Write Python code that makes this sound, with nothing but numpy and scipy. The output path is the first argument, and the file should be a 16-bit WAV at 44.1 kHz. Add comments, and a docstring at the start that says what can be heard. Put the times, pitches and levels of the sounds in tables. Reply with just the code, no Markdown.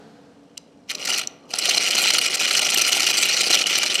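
"""A thin wooden ring gear is nudged, rests, then is spun by hand around its small wooden gears.
Each tooth that catches is a flurry of tiny impacts that ring the plywood; loose teeth rattle in between.
Teeth stick and slip in tiny squeaks, single teeth tick at rest, and the frame knocks and rumbles
in the hand. All is close by, in a quiet room that hums faintly."""
import sys
import numpy as np
from scipy import signal
from scipy.fft import rfft, irfft
from scipy.io import wavfile
from scipy.ndimage import uniform_filter1d

SR = 44100
rng = np.random.default_rng(int(sys.argv[2]) if len(sys.argv) > 2 else 0)


def persist_wave(psi):
    """Save psi, clipped to +-1, as 16-bit WAV."""
    counts = np.round(np.clip(psi, -1, 1) * 32767).astype(np.int16)
    wavfile.write(sys.argv[1], SR, np.atleast_2d(counts).T)


N = 176400

# plywood gear modes (frequency [Hz], width [Hz], gain [dB])
GEAR_MODES = [(1368, 90, -12.5), (1967, 315, -4), (2455, 203, 0), (2912, 266, 2), (4205, 240, -4),
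              (4896, 450, -6), (5890, 340.3, -4.5), (6590, 430, -6), (7446, 360, -6.5), (8780, 690, -11.5),
              (10400, 496.6, -18.5), (12080, 604.5, -18), (13800, 573, -26), (14900, 700, -27)]
# whole-frame modes (frequency [Hz], width [Hz], gain [dB])
FRAME_MODES = [(115, 82, -10.5), (206, 89, -3), (280, 126, -2), (382, 110, 4), (487, 126, -3),
               (637, 118, 2), (756, 107, 2.5), (846, 150, -2), (1171, 105, -1)]
GEAR_HZ, FRAME_HZ = np.transpose(GEAR_MODES)[0], np.transpose(FRAME_MODES)[0]
TIME_S = np.arange(N) / SR


def amp(db):
    """Decibels to gain."""
    return 10 ** (np.asarray(db) / 20)


def unit(x):
    """Scale to rms 1."""
    return x / np.sqrt(np.mean(x ** 2) + 1e-20)


def at_hz(curve, hz):
    """Interpolate a table on a log-frequency axis."""
    knots_hz, value = np.transpose(curve)
    return np.interp(np.log(hz + 1), np.log(knots_hz + 1), value)


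def add(mix, start_s, sound):
    """Mix a sound in at start_s."""
    part = mix[max(round(start_s * SR), 0):][:len(sound)]
    part += sound[:len(part)]


def noise(spectrum):
    """Steady shaped noise, rms 1."""
    gain = amp(at_hz(spectrum, np.fft.rfftfreq(N, 1 / SR)))
    return unit(irfft(rfft(rng.standard_normal(N)) * gain, N))


def coloured(x, curve):
    """Minimum-phase filter with a given gain curve."""
    log_gain = np.log(amp(at_hz(curve, abs(np.fft.fftfreq(4096, 1 / SR)))))
    response = np.exp(np.conj(signal.hilbert(log_gain)))
    return signal.oaconvolve(x, np.fft.ifft(response).real[:2048])[:N]


def impacts(size, per_s, spread_db):
    """Tiny impacts at random times, most weak, a few strong."""
    strength = amp(spread_db * np.minimum(rng.exponential(1, size), 3))
    return (rng.random(size) < per_s / SR) * strength * rng.choice([-1, 1], size)


def ring(force, modes, gains_db=0, detune=0, place_spread=0.88):
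    """Impacts ring damped modes; each lands elsewhere and so shares its energy differently."""
    hz, width_hz, db = np.transpose(modes)[:, :, None]
    hz = hz * (1 + detune * rng.standard_normal(hz.shape))
    t = np.arange(int(2 * SR / width_hz.min())) / SR
    gain = np.sqrt(width_hz) * amp(db + np.reshape(gains_db, (-1, 1)))
    responses = gain * np.exp(-np.pi * width_hz * t) * np.sin(2 * np.pi * hz * t)
    polarity = rng.choice([-1, 1], hz.shape)
    coupling = polarity + place_spread * rng.standard_normal((len(hz), force.shape[-1]))
    return signal.oaconvolve(force * coupling, responses, axes=1).sum(0)


def background(air_db=-53, wash_db=-48, wash_fall_db_per_s=24):
    """Room air, a faint hum and a soft wash that dies away."""
    # steady room tones (frequency [Hz], level [dB])
    hum_tones = [(284.5, -56.5), (486, -69.5), (684, -68.5)]
    # room air (frequency [Hz], relative density [dB])
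    air_spectrum = [(25, -49.5), (60, -16), (110, -11.5), (200, -1), (290, 0), (350, -12.5), (480, -3.5),
                    (680, -14.5), (860, -14), (1100, -21), (1700, -25.5), (4500, -33.5), (8200, -36),
                    (11000, -46.5), (16000, -68)]
    # wash (frequency [Hz], relative density [dB])
    wash_spectrum = [(60, -22), (170, 5.5), (300, -11), (460, 3.5), (580, -9), (720, -1), (1050, -13),
                     (1550, -10), (2200, -20.5), (4200, -18.5), (8000, -31), (12000, -40), (16000, -58)]
    hum = sum(amp(db) * np.sqrt(2) * np.sin(2 * np.pi * hz * TIME_S) for hz, db in hum_tones)
    air = amp(air_db) * noise(air_spectrum)
    wash = amp(wash_db - wash_fall_db_per_s * TIME_S) * noise(wash_spectrum)
    return air + hum + wash


def room_tail(teeth, frame, teeth_db=-14.5, frame_db=-13):
    """Small room: sparse reflections, each band dying at its own rate."""
    # room decay (frequency [Hz], T60 [s])
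    decay = [(150, 0.41), (1000, 0.95), (4000, 0.49), (8000, 0.23), (15000, 0.6)]
    # room's return of the teeth (frequency [Hz], gain [dB])
    return_colour = [(200, -5), (1400, -6), (2300, -3), (2900, -5.5), (3500, 0.5), (4200, -2.5),
                     (9000, -5.5), (15000, -16)]
    send = amp(teeth_db) * coloured(teeth, return_colour) + amp(frame_db) * frame
    size = SR // 2
    reflections = rng.standard_normal(size) * (rng.random(size) < .1) * (np.arange(size) > 200)
    hz, t, bands = signal.stft(reflections, SR, nperseg=256)
    tail = signal.istft(bands * amp(-60 * t / at_hz(decay, hz)[:, None]), SR, nperseg=256)[1]
    return signal.oaconvolve(send, tail / np.linalg.norm(tail))[:N]


def frame_rumble():
    """The turning ring shakes the frame with dense small impacts."""
    # rumble envelope (time [s], level [dB])
    envelope = [(.85, -69), (.92, -47.5), (1.1, -40), (1.25, -46), (1.4, -56), (1.5, -49.5), (1.68, -37),
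                (2.05, -38), (2.3, -39), (2.6, -38), (4, -38.5)]
    force = impacts(N, per_s=1200, spread_db=3.5)
    return amp(np.interp(TIME_S, *np.transpose(envelope))) * unit(ring(force, FRAME_MODES)[:N])


def frame_knocks(decay_s=.005, gain_db=2):
    """Dull blows ring the frame in the hand."""
    # blows (time [s], level [dB])
    blows = [(1.09, -35), (1.139, -43), (1.538, -30), (1.687, -30.5), (1.745, -32), (1.772, -31.5),
             (1.952, -31.5), (1.985, -30.5), (2.013, -35), (2.029, -31.5), (2.056, -30), (2.105, -33),
             (2.138, -32), (2.413, -34), (2.594, -30.5), (2.624, -28.5), (2.667, -33.5), (2.739, -30),
             (2.774, -28.5), (2.893, -34), (2.924, -37), (2.967, -28.5), (3.034, -36), (3.091, -32),
             (3.106, -30), (3.188, -34), (3.432, -32), (3.47, -29), (3.505, -26.5), (3.544, -28.5),
             (3.858, -34.5)]
    # drive of the frame modes (frequency [Hz], gain [dB])
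    excitation = [(120, -13), (300, -9), (750, 7.5), (1200, -2)]
    press = np.exp(-np.arange(0, 5 * decay_s, 1 / SR) / decay_s)
    mix = np.zeros(N)
    for time_s, db in blows:
        sound = ring(press * rng.standard_normal(len(press)), FRAME_MODES, at_hz(excitation, FRAME_HZ))
        sound *= np.sqrt(decay_s * SR) / np.linalg.norm(sound)
        add(mix, time_s - decay_s / 2, amp(db + gain_db) * sound)
    return mix


def contact_db(ring_db, treble_db, ring_hz=2800, sigma_hz=380, treble_hz=7000):
    """Gain per gear mode: a contact weights the tooth's ring and the treble."""
    near_ring = np.exp(-((GEAR_HZ - ring_hz) / sigma_hz) ** 2 / 2)
    return ring_db * near_ring + treble_db * (GEAR_HZ > treble_hz)


def tooth_ticks(gain_db=-0.5):
    """Single teeth drop into place at rest: light, bright taps."""
    # taps (start [s], length [s], level [dB], tooth ring [dB], treble [dB])
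    taps = [(0.576, 0.0029, -25, 6, -1.5), (1.2729, .001, -14, 1, -4)]
    # drive of the gear modes (frequency [Hz], gain [dB])
    excitation = [(1400, -31), (2400, -15), (3000, -7.5), (4200, 0), (5900, 5.5), (8000, 10), (12000, -4),
                  (15000, -2)]
    mix = np.zeros(N)
    for start_s, length_s, db, ring_db, treble_db in taps:
        size = int(length_s * SR)
        gains_db = contact_db(ring_db, treble_db) + at_hz(excitation, GEAR_HZ)
        sound = ring(rng.standard_normal(size), GEAR_MODES, gains_db)
        add(mix, start_s, amp(db + gain_db) * sound * np.sqrt(size) / np.linalg.norm(sound))
    return mix


def tooth_squeaks(jitter_rad=0.22, pitch_sag=0.083, grit_db=-12, gain_db=-0.5):
    """Stick and slip drive one mode for milliseconds: a falling tone with grit."""
    # squeaks (centre [s], length [s], pitch [Hz], level [dB])
    squeaks = [(0.574, .006, 2830, -36), (0.5804, .006, 2800, -37), (1.118, .008, 2900, -17),
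               (1.1446, .007, 2915, -19), (1.558, .006, 10500, -31), (1.587, .005, 10530, -24),
               (1.716, .007, 2940, -21), (1.7476, .006, 4230, -19), (1.7793, .007, 4210, -14),
               (1.803, .007, 3000, -28), (1.8766, .008, 2896, -17), (1.969, .007, 3040, -18),
               (2.0462, .008, 2930, -17.5), (2.279, .005, 7490, -22), (2.2844, .012, 2920, -23),
               (2.4658, .009, 2920, -19), (2.5961, .006, 2990, -15.5), (2.6141, .007, 2940, -20),
               (2.7626, .007, 2900, -13), (2.7877, .006, 10300, -27), (2.925, .007, 2940, -17.5),
               (3.134, .007, 2943, -23), (3.2145, .007, 3010, -19), (3.369, .006, 4290, -22),
               (3.533, .007, 4185, -14), (3.576, .006, 3030, -17), (3.6419, .005, 2900, -16),
               (3.6623, .007, 2920, -15), (3.672, .006, 10250, -25), (3.7995, .012, 2960, -20),
               (3.9003, .007, 2990, -19.5), (3.9234, .007, 2960, -21.5), (3.957, .007, 2886, -10.5)]
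    mix = np.zeros(N)
    for centre_s, length_s, hz, db in squeaks:
        size = int(length_s * SR)
        progress = np.linspace(0, 1, size)
        jitter = jitter_rad * unit(uniform_filter1d(rng.standard_normal(size), size=30))
        glide_hz = hz * (1 + pitch_sag * (.5 - progress))
        tone = np.sqrt(2) * np.sin(2 * np.pi * np.cumsum(glide_hz) / SR + jitter)
        grit = unit(ring(rng.standard_normal(size) * (1 - progress) ** 2, GEAR_MODES)[:size])
        envelope = amp(db + gain_db) * np.sin(np.pi * progress ** 0.89)
        add(mix, centre_s - length_s / 2, envelope * (tone + amp(grit_db) * grit))
    return mix


def free_play():
    """Gain that dips briefly where the teeth lose touch."""
    # lulls (centre [s], 1/e half width [s], gain [dB])
    lulls = [(1.064, .005, -4), (1.215, 0.00443, -1), (1.602, 0.007, -7), (1.756, 0.00509, -0.5),
             (1.793, .006, -5), (1.897, .008, -5), (2.095, .004, -4.5), (2.115, 0.0067, -4),
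             (2.203, 0.0061, -7.5), (2.293, 0.00449, -13), (2.365, 0.0056, -14), (2.388, 0.0062, -7),
             (2.606, 0.00684, -9), (2.683, .005, -6.5), (2.753, 0.0034, -3.5), (2.821, .004, -1.5),
             (2.836, 0.0049, -1.5), (2.902, 0.00503, -6), (3.05, 0.011, -1), (3.125, 0.0041, -15),
             (3.49, 0.00592, -5.5), (3.528, 0.0037, -1.5), (3.566, 0.00428, -1.5), (3.647, 0.00894, -15),
             (3.893, 0.0062, -8)]
    return amp(sum(db * np.exp(-((TIME_S - centre_s) / half_s) ** 2) for centre_s, half_s, db in lulls))


def tooth_rattle(drift_db=4, drift_per_s=140, gain_db=3):
    """Loose teeth rattle; the contact point wanders, so one mode after another stands out."""
    # rattle envelope (time [s], level [dB])
    envelope = [(.87, -71.5), (.895, -35.5), (.97, -45), (1.03, -33.5), (1.09, -29), (1.19, -33.5),
                (1.25, -44), (1.28, -73), (1.48, -63), (1.51, -46), (1.61, -28.5), (1.68, -25.5),
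                (2.05, -26), (2.3, -26), (2.5, -26), (3.4, -26), (3.65, -26), (4, -28)]
    knots_s = np.arange(0, N / SR, 1 / drift_per_s)
    knot_gains = amp(drift_db * rng.standard_normal((len(knots_s), len(GEAR_MODES))))
    drift = np.array([np.interp(TIME_S, knots_s, gains) for gains in knot_gains.T])
    force = drift * impacts(N, per_s=1800, spread_db=3.5)
    shake = amp(gain_db + np.interp(TIME_S, *np.transpose(envelope)))
    return shake * unit(ring(force, GEAR_MODES)[:N])


def tooth_clacks(scrape_gain=0.53, first_blow=1.5, release_s=.002, mode_spread_db=2.5, gain_db=-1):
    """Each catching tooth scrapes in, strikes, chatters against its neighbour and lets go."""
    # catches (start [s], length [s], rise [s], level [dB], tooth ring [dB], treble [dB])
    catches = [(0.8985, 0.0096, 0.0011, -22, 5, 3), (0.911, 0.0067, 0.0038, -22, 5, 3.5),
               (0.9402, 0.0028, 0.0011, -47.5, -1.0, -3.5), (0.9488, 0.0053, 0.0011, -23.5, -4.0, -3.5),
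               (0.9961, 0.021, 0.0034, -36, 9.5, 5), (1.0297, 0.012, 0.004, -48, -4, -6),
               (1.0503, 0.01219, 0.0035, -22.5, -8, 1.0), (1.0733, 0.0054, 0.0013, -18.5, -15, -4),
               (1.0888, 0.018, 0.003, -18.5, 0.0, 4), (1.122, 0.006, 0.004, -22, -9, -6),
               (1.133, 0.018727, 0.0035, -20, -4, -1.0), (1.1609, 0.00799, 0.0034, -23.5, -6.5, 0),
               (1.1772, 0.007434, 0.0011, -21.0, -15, 4), (1.1832, 0.016, 0.004, -21.5, -1, 2.5),
               (1.2123, 0.005487, 0.0013, -22, -3, -1), (1.231, 0.00654, 0.004, -28.5, 2, -3.0),
               (1.5048, 0.01, 0.0009, -33.5, -1.0, 5), (1.5363, 0.004, 0.001, -17.5, -8, -6.5),
               (1.5474, 0.017, 0.004, -27, 0.5, -1), (1.5681, 0.00569, 0.0013, -41, -2.0, -7.5),
               (1.5858, 0.0063, 0.001, -16, -8.5, 0.5), (1.597, 0.003, 0.0038, -15, 6, 8.5),
               (1.6518, 0.012822, 0.004, -17, 3.5, 3), (1.691, 0.009023, 0.0034, -13.5, -15, 0),
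               (1.705, 0.015, 0.004, -21, 5.5, 4.0), (1.715, 0.023, 0.004, -23.5, 8, -3.0),
               (1.7448, 0.00522, 0.0033, -18.5, -5.0, -4.0), (1.7754, 0.00635, 0.0011, -13.5, -4, -6.0),
               (1.8155, 0.04, 0.0037, -23.5, -4, 0.0), (1.8612, 0.032, 0.0033, -19.5, 1, 1),
               (1.907, 0.0078, 0.0011, -16, 0, 6), (1.951, 0.007361, 0.004, -15.5, 1.0, 3),
               (1.9787, 0.02, 0.004, -15.5, -4, 3.5), (1.9996, 0.015, 0.004, -20.5, 4, 4.5),
               (2.019, 0.021444, 0.004, -18.5, 0, 9.5), (2.0384, 0.012, 0.004, -21.5, 0, 4),
               (2.0504, 0.047, 0.004, -17, -1, -1.0), (2.1034, 0.0069, 0.0012, -12.5, -4.5, 4),
               (2.1357, 0.0097, 0.0031, -14, -3, 3.5), (2.158, 0.012, 0.004, -19.5, 1.0, 0),
               (2.1819, 0.007338, 0.004, -13, 0, 5), (2.2117, 0.017, 0.004, -19.5, 7, 8),
               (2.2414, 0.009, 0.004, -20.5, -7, -2), (2.2564, 0.011, 0.004, -15, 5, 9),
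               (2.341, 0.02, 0.004, -19.5, -2.5, 8), (2.371, 0.0089, 0.0035, -25, 4.0, -4.5),
               (2.396, 0.028, 0.0031, -19.5, -4, 2.5), (2.431, 0.026, 0.0034, -18, 1.0, 2),
               (2.4753, 0.02, 0.0012, -19.0, -4, 1), (2.51, 0.007407, 0.004, -15, -4.5, 0),
               (2.527, 0.010143, 0.0027, -21.0, -5, 8), (2.5493, 0.0078, 0.0012, -13, -0.5, 4.5),
               (2.5663, 0.017, 0.004, -17.5, -7, -3), (2.592, 0.006785, 0.0012, -13, 2, 5),
               (2.614, 0.01963, 0.003, -19.0, -1, 2), (2.6474, 0.028, 0.004, -19, -0.5, 4),
               (2.685, 0.01, 0.0011, -17.5, 8, 1), (2.697, 0.013, 0.004, -18, -1, 7),
               (2.7206, 0.018, 0.0032, -21, -6, -6), (2.7436, 0.0046, 0.004, -13, -9.5, 10),
               (2.7715, 0.011, 0.0033, -16, -4, 1.0), (2.7828, 0.019, 0.004, -19.0, -6, 3),
               (2.815, 0.007, 0.0013, -10.5, -6, 5.5), (2.837, 0.022, 0.0028, -19.0, 2.0, -4),
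               (2.8642, 0.014, 0.0034, -16.5, -7, -2), (2.88, 0.019, 0.004, -17, 2.5, 6),
               (2.9211, 0.012, 0.004, -14.5, -7, 3), (2.939, 0.04, 0.004, -19.5, -2.5, 6),
               (2.9965, 0.012, 0.0028, -15.5, -2, 1.5), (3.0176, 0.027, 0.004, -19, -1.5, 3),
               (3.0653, 0.006, 0.001, -15.5, -3, 0), (3.069, 0.0094, 0.004, -12.5, 4, 5.5),
               (3.089, 0.03, 0.0037, -18.5, -3, 5.5), (3.124, 0.0089, 0.004, -20, 10, -7.5),
               (3.141, 0.02, 0.004, -20.5, -2.5, -2), (3.171, 0.019, 0.004, -16, -13.5, 2.5),
               (3.2141, 0.021, 0.0031, -15.5, 0.5, 6), (3.23, 0.01298, 0.004, -17.0, -10, -9),
               (3.2523, 0.012777, 0.0035, -18.5, 11, 12.5), (3.276, 0.006746, 0.004, -21.0, 17, -9),
               (3.288, 0.012, 0.0028, -16.5, -2, 3), (3.3055, 0.010443, 0.004, -19.5, 0, -7.5),
               (3.3253, 0.021, 0.0038, -18, 0, 0), (3.366, 0.011, 0.0034, -18, -10, -4.5),
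               (3.381, 0.01914, 0.004, -20.0, -7, -15), (3.4052, 0.013, 0.001, -14, 2, 3),
               (3.4307, 0.01841, 0.004, -21, 6, -2.0), (3.4553, 0.029, 0.0037, -20.5, -4.5, 2.0),
               (3.502, 0.012533, 0.0037, -15, -4.5, 5), (3.527, 0.014, 0.001, -15.0, -6, -3.0),
               (3.5456, 0.009, 0.004, -11, -2.5, 3), (3.5714, 0.0077, 0.0027, -18.5, 11, 6),
               (3.583, 0.014, 0.004, -19, 1, -2), (3.6096, 0.011, 0.004, -17, 7, -16),
               (3.6675, 0.008, 0.0036, -17.5, -11, -3.0), (3.695, 0.021, 0.004, -19.5, 2, 2.0),
               (3.729, 0.029, 0.0035, -23, 1.0, -3.0), (3.7534, 0.016, 0.004, -17, -5, -13),
               (3.779, 0.008855, 0.0031, -15.5, 0.5, 9), (3.8144, 0.007606, 0.0033, -20, 11, -6),
               (3.83, 0.0097, 0.0012, -14, -1.5, -21), (3.8605, 0.01043, 0.0027, -17.5, -2, -4),
               (3.9006, 0.018, 0.001, -21.0, 4, 0.0), (3.9183, 0.01438, 0.004, -24.5, -0.5, -17),
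               (3.9431, 0.014, 0.0013, -18.5, -0.5, 7.5), (3.985, 0.01439, 0.0031, -19.5, 5, -19)]
    # hollow lowest gear mode (time [s], gain [dB])
    hollow = [(.9, 0), (1.2, 6), (1.5, -2.5), (2.5, 3), (3.2, -2.5), (4, -6)]
    mix = np.zeros(N)
    for start_s, length_s, rise_s, db, ring_db, treble_db in catches:
        gains_db = contact_db(ring_db, treble_db) + mode_spread_db * rng.standard_normal(len(GEAR_MODES))
        gains_db[0] += np.interp(start_s, *np.transpose(hollow))
        lead_s = 3 * rise_s
        t = np.arange(-lead_s, length_s + 4 * release_s, 1 / SR)
        press = np.exp(np.minimum(t, 0) / rise_s - np.maximum(t - length_s, 0) / release_s)
        press[t < 0] *= scrape_gain
        force = press * impacts(len(t), per_s=2600, spread_db=4)
        force[np.argmax(press)] += first_blow
        sound = ring(force, GEAR_MODES, gains_db, detune=.018)
        sound *= np.linalg.norm(press) / (np.linalg.norm(sound) + 1e-9)
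        add(mix, start_s - lead_s, amp(db + gain_db) * sound)
    return mix


def scene(low_cut_hz=154):
    """Teeth and frame, both shaken by the turning ring, in the room."""
    # close-microphone colour of the teeth (frequency [Hz], gain [dB])
    close_colour = [(300, -25.5), (800, -11.5), (1050, -12), (1350, 0), (1650, -8), (2100, -4),
                    (2900, -1.5), (3550, 2), (4200, 1.5), (6000, 1), (6900, -5.5), (8500, 0.5), (12000, -1),
                    (16000, -9.5)]
    ambience = background()
    rattle = tooth_rattle()
    rumble = frame_rumble()
    meshing = (rattle + tooth_clacks()) * free_play()
    teeth = coloured(meshing + tooth_squeaks() + tooth_ticks(), close_colour)
    frame = rumble + frame_knocks()
    low_cut = signal.butter(3, low_cut_hz, "high", fs=SR, output="sos")
    gears = signal.sosfilt(low_cut, teeth + frame + room_tail(teeth, frame))
    return (gears + ambience)[None]


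def record(dry, edge_hz=16100):
    """Steep low-pass band limit."""
    low_pass = signal.firwin(511, edge_hz, window=("kaiser", 9), fs=SR)
    return signal.oaconvolve(dry, low_pass[None], "same")


dry = scene()
out = record(dry)
persist_wave(out)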